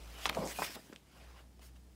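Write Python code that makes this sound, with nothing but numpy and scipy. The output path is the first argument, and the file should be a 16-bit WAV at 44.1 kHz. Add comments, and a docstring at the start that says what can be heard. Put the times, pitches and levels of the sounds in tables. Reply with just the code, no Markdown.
"""Drawing paper lifted and laid flat.

A sheet comes off a sketch pad, close by in a quiet room. Its fibres catch on the page below with a
fine hiss and its edge scrapes. It buckles with sharp snaps, wobbles with hollow pops and settles.
A few soft brushes follow, over a low hum."""
import sys
import numpy as np
from scipy import signal
from scipy.fft import rfft, irfft
from scipy.io import wavfile
from scipy.ndimage import uniform_filter1d

SR = 44100
rng = np.random.default_rng(int(sys.argv[2]) if len(sys.argv) > 2 else 0)


def transcribe(signal):
    """Save signal, clipped to [-1, 1], as a 16-bit WAV file at the path in sys.argv[1]."""
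    frames = np.atleast_2d(signal).T
    limited = np.clip(frames, -1, 1)
    pcm = np.round(limited * 32767).astype(np.int16)
    wavfile.write(sys.argv[1], SR, pcm)


N = 85995

# Each row: frequency in Hz, relative level in dB.
RUB_SPECTRUM = [(60, -41), (200, -5.5), (700, -1), (1500, 0), (3000, 0), (4300, -3), (5400, -3), (7000, -5),
                (10000, -7), (16000, -9)]
# Each row: centre in Hz, width in Hz, boost in dB.
SHEET_RESONANCES = [(4890, 380, 4.2)]
PATCH_DB, JUDDER_DB, TILT_FROM_HZ = 2.5, 1.07, 600


def rub(contour):
    """Catching fibres excite the sheet as the contact shifts; contour(t) gives dB and dB per octave."""
    fibres = clicks(per_s=26000, spread_db=1.84)
    hz, t, spectra = signal.stft(fibres, SR, nperseg=512, noverlap=384)
    level_db, _ = contour(np.arange(N) / SR)
    _, tilt = contour(t)
    resonance_db = sum(db / (1 + (2 * (hz - f) / width) ** 2) for f, width, db in SHEET_RESONANCES)
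    octaves = np.log2(np.maximum(hz / TILT_FROM_HZ, 1))
    gain = amp(at_hz(RUB_SPECTRUM, hz) + resonance_db + tilt[:, None] * octaves)
    gain /= np.sqrt(np.mean(gain ** 2, axis=1, keepdims=True))
    patches = uniform_filter1d(rng.standard_normal(gain.shape), size=12, axis=0)
    patches = unit(uniform_filter1d(patches, size=4, axis=1))
    gain *= amp(PATCH_DB * patches)
    hiss = signal.istft(spectra * gain.T, SR, nperseg=512, noverlap=384)[1][:N]
    judder = unit(uniform_filter1d(rng.standard_normal(N), size=200))
    return unit(hiss) * amp(level_db + JUDDER_DB * judder)


# Each row: time in seconds, level in dB, treble tilt in dB per octave.
SLIDE_CONTOUR = [(0, -61.5, -1.5), (.12, -57.5, -1), (.2, -52, -2), (.252, -47, .5), (.275, -41.5, -7.5),
                 (.287, -50, -3), (.315, -59.5, 0), (.35, -50, -1.5), (.4, -50.5, -2), (.47, -54.5, 1.2),
                 (.48, -51.5, 2), (.518, -43, -1), (.532, -51, 0.5), (.575, -49, 2), (.605, -44.5, 0.5),
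                 (.648, -40, 0.5), (.672, -44, -0.5), (.685, -49, -1), (.728, -52.5, 0.5),
                 (.756, -44.5, .5), (.764, -55, -3), (.81, -63, 1), (.93, -64, -0.9), (1.02, -75, 1.5)]


def slide():
    """The sheet rubs over the page below."""
    return rub(lambda t: at_times(SLIDE_CONTOUR, t))


# Each row: start in seconds, pitch in Hz, level in dB, relative flutter level in dB,
# flutter decay in seconds, relative crack level in dB.
SNAPS = [(0.256, 2870, -14.5, -7, 0.00097, -26), (0.2572, 1100, -19.5, -3.5, 0.0065, -12),
         (0.2602, 3900, -26.5, -4, 0.0027, -5), (0.2622, 7400, -25, 4, 0.0035, -8),
         (0.2785, 2970, -43.5, 6.5, 0.0022, -0.5), (0.2917, 2970, -29, 7, 0.0018, -10),
         (0.296, 3220, -19.5, 1, 0.00087, -16), (0.296, 15200, -21, -4.5, 0.001, -12.5),
         (0.2965, 1260, -25.5, -1, 0.0025, -17), (0.3282, 1660, -36, 2, 0.0018, -13),
         (0.348, 2830, -31, 1, 0.0011, -8), (0.3706, 750, -25.5, 3.5, 0.007, -40),
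         (.387, 150, -36, 0, 0.0054, -41), (0.4744, 7350, -29.5, -8, 0.0012, -6),
         (0.5880, 870, -29, 5, 0.0056, -10), (0.6203, 900, -21, -14, 0.0028, -14),
         (0.6227, 1610, -26.5, 6, 0.0048, -23), (0.695, 255, -42.5, -2, 0.004, -25),
         (0.898, 264, -44, -15, 0.0033, -23), (0.9268, 374, -42, -3.5, 0.0052, -23),
         (0.9266, 1760, -41, 1, 0.0045, -16), (0.9324, 4650, -43.5, -1, 0.00056, -13),
         (.961, 2870, -38, -9, 0.0028, -7), (1.5937, 704.5, -52, -2.5, 0.0027, 0.5)]
SWELL_CYCLES, RING_CYCLES, SAG_CYCLES, SAG_SHARE = 0.75, 0.46, 4, 0.24
CRACK_CUTOFF_HZ, CRACK_DECAY_S = 6660, 0.00084


def buckle(hz, db, flutter_db, flutter_s, crack_db):
    """A flick and a crack, then a flutter of reflections from the edges of the sheet."""
    t = np.arange(SR // 10) / SR
    scatter, grit = rng.standard_normal((2, len(t)))
    grit = unit(signal.lfilter(*signal.butter(2, CRACK_CUTOFF_HZ, fs=SR), grit))
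    direct = flick(t, hz) + amp(crack_db) * grit * np.exp(-t / CRACK_DECAY_S)
    echoes = scatter ** 3 * np.sqrt(t) * np.exp(-t / flutter_s)
    flutter = signal.fftconvolve(direct, echoes)[:len(t)]
    return amp(db) * (direct + amp(flutter_db) * direct.std() * unit(flutter))


def flick(t, hz):
    """Peaks within a cycle and sags in pitch: the slower, lower bending waves arrive last."""
    cycles = t * hz
    sag = SAG_SHARE * (1 - np.exp(-cycles / SAG_CYCLES))
    phase = 2 * np.pi * np.cumsum(hz * (1 - sag)) / SR
    envelope = (1 - np.exp(-(cycles / SWELL_CYCLES) ** 2)) * np.exp(-cycles / RING_CYCLES)
    return envelope / envelope.max() * np.sin(phase)


# Each row: time in seconds, level in dB.
WOBBLE_LEVEL = [(0, -61.5), (.245, -76), (.265, -52.5), (.31, -48.5), (.335, -53.5), (.362, -45.5),
                (.378, -39), (.43, -40), (.475, -43.5), (.53, -61), (.575, -64), (.595, -45), (.64, -49.5),
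                (.67, -65), (.74, -66), (.768, -47), (.82, -70.5), (.93, -63.5), (1, -74)]
# Each row: frequency in Hz, relative level in dB.
WOBBLE_SPECTRUM = [(50, -69), (110, -11), (150, 1), (320, 1.5), (620, 0.5), (980, -4), (1250, -13.5),
                   (2500, -43), (16000, -57)]


def wobble():
    """The bowed sheet flexes in a run of small hollow pops."""
    pops = coloured(clicks(per_s=1500, spread_db=1), WOBBLE_SPECTRUM)
    return pops * amp(at_times(WOBBLE_LEVEL, np.arange(N) / SR)[0])


# Each row: start in seconds, length in seconds, pitch in Hz, bandwidth in Hz, level in dB.
EDGE_SCRAPES = [(0.15, 0.13, 2950, 440, -60.5), (0.45, 0.07, 6500, 5000, -50.5),
                (0.476, 0.059, 2030, 580, -53.5), (0.56, 0.096, 2480, 93, -51.5),
                (0.58, .15, 5260, 300, -57)]
SCRAPE_ATTACK_S, SCRAPE_RELEASE_S = 0.001, 0.011
WANDER_SHARE, WANDER_RATE_HZ = 0.0089, 25.2


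def scrape(length_s, hz, width_hz, db):
    """Stick and slip keeps one resonance of the edge ringing; its pitch drifts with the grip."""
    t = np.arange(0, length_s, 1 / SR)
    f = np.fft.rfftfreq(N, 1 / SR)
    slips, grip = rfft(rng.standard_normal((2, N)))
    resonance = 1 / (1 + (2 * (f - hz) / width_hz) ** 2)
    ring = signal.hilbert(irfft(slips * resonance, N))[:len(t)]
    wander = unit(irfft(grip * np.exp(-(f / WANDER_RATE_HZ) ** 2), N))[:len(t)]
    shift_hz = hz * WANDER_SHARE * wander
    bent = (ring * np.exp(2j * np.pi * np.cumsum(shift_hz) / SR)).real
    envelope = np.minimum(t / SCRAPE_ATTACK_S, 1) * np.minimum((length_s - t) / SCRAPE_RELEASE_S, 1)
    return amp(db) * unit(bent) * envelope


# Each row: peak time, rise and fall in seconds, level in dB, treble tilt in dB per octave.
BRUSH_STROKES = [(1.214, 0.086, 0.11, -61, -3.5), (1.391, 0.049, 0.033, -62.5, -3.5),
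                 (1.625, 0.013, 0.046, -61.5, -1.5), (1.662, 0.028, 0.016, -62.5, 4.5),
                 (1.765, 0.008, 0.0073, -66, -2.5)]


def brushes():
    """Soft rubs over the flat sheet, each swelling and fading as a bell curve."""
    def contour(t):
        power = np.array([amp(db) ** 2 * np.exp(-((t - peak) / np.where(t < peak, rise, fall)) ** 2)
                          for peak, rise, fall, db, _ in BRUSH_STROKES]) + 1e-16
        tilts = np.array(BRUSH_STROKES)[:, 4]
        return 10 * np.log10(power.sum(0)), tilts @ power / power.sum(0)
    return rub(contour)


# Each row: frequency in Hz, time to fall 60 dB in seconds.
ROOM_DECAY = [(150, 0.51), (800, 0.13), (3000, 0.29), (12000, 0.04)]
REVERB_DB, REVERB_DELAY_S = -18.5, 0.0055


def reverb(x):
    """The short tail of a small furnished room."""
    hz, t, spectra = signal.stft(rng.standard_normal(SR // 2), SR, nperseg=256)
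    decay = amp(-60 * t / at_hz(ROOM_DECAY, hz)[:, None])
    tail = signal.istft(spectra * decay, SR, nperseg=256)[1]
    wet = np.zeros(N)
    add(wet, REVERB_DELAY_S, signal.fftconvolve(x, tail / np.linalg.norm(tail)))
    return amp(REVERB_DB) * wet


# Each row: time in seconds, pitch in Hz.
HUM_PITCH = [(0, 55.33), (.3, 58.1), (1.25, 61.06), (1.95, 62.03)]
# Each row: time in seconds, level in dB.
HUM_LEVEL = [(0, -49), (.2, -53.5), (.47, -53), (.8, -67.5), (1.15, -65.5), (1.23, -55.5), (1.52, -60),
             (1.66, -55), (1.95, -59.5)]
# Each row: harmonic number, level in dB relative to the fundamental.
HUM_HARMONICS = [(2, -18), (3, -18)]


def hum():
    """A low hum that creeps up in pitch while its level dips and swells."""
    t = np.arange(N) / SR
    phase = 2 * np.pi * np.cumsum(at_times(HUM_PITCH, t)[0]) / SR
    overtones = sum(amp(db) * np.sin(k * phase + 2 * np.pi * rng.random()) for k, db in HUM_HARMONICS)
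    return amp(at_times(HUM_LEVEL, t)[0]) * unit(np.sin(phase) + overtones)


# Each row: frequency in Hz, relative level in dB.
ROOM_TONE_SPECTRUM = [(20, -21), (45, 5.5), (90, 5.5), (170, 3.5), (300, 0.5), (600, -17), (1500, -18),
                      (4000, -22), (9000, -22.5), (16000, -37)]
ROOM_TONE_DB = -65.5


def room_tone():
    """Faint steady noise, mostly bass."""
    return amp(ROOM_TONE_DB) * coloured(rng.standard_normal(N), ROOM_TONE_SPECTRUM)


def clicks(per_s, spread_db):
    """Random clicks of random sign, a few of them large, at rms 1."""
    size = amp(spread_db * np.minimum(rng.exponential(1, N), 4))
    return unit(size * rng.choice([-1., 1.], N) * (rng.random(N) < per_s / SR))


def coloured(x, spectrum):
    """Filters x by a spectrum, at rms 1."""
    gain = amp(at_hz(spectrum, np.fft.rfftfreq(len(x), 1 / SR)))
    return unit(irfft(rfft(x) * gain, len(x)))


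def amp(db):
    """Decibels to gain."""
    return 10 ** (np.asarray(db) / 20)


def unit(x):
    """Scales to rms 1."""
    return x / np.sqrt(np.mean(x ** 2) + 1e-20)


def at_hz(table, hz):
    """Interpolates a table on a log-frequency axis."""
    f, values = np.transpose(table)
    return np.interp(np.log(hz + 1), np.log(f), values)


def at_times(table, t):
    """Interpolates each value column at the times t."""
    times, *columns = np.transpose(table)
    return [np.interp(t, times, column) for column in columns]


def add(mix, start_s, sound):
    """Mixes a sound in at start_s."""
    part = mix[round(start_s * SR):][:len(sound)]
    part += sound[:len(part)]


def scene():
    """The paper, its reverb and the background, in mono."""
    paper = slide() + brushes() + wobble()
    background = hum() + room_tone()
    for start_s, *row in SNAPS:
        add(paper, start_s, buckle(*row))
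    for start_s, *row in EDGE_SCRAPES:
        add(paper, start_s, scrape(*row))
    return (paper + reverb(paper) + background)[None]


def record(dry):
    """Bass cut at 40 Hz, band limit at 15750 Hz."""
    highpass = signal.butter(4, 40, "highpass", fs=SR, output="sos")
    lowpass = signal.firwin(511, 15750, window=("kaiser", 9), fs=SR)
    return signal.oaconvolve(signal.sosfilt(highpass, dry), lowpass[None], "same")


dry = scene()
out = record(dry)
transcribe(out)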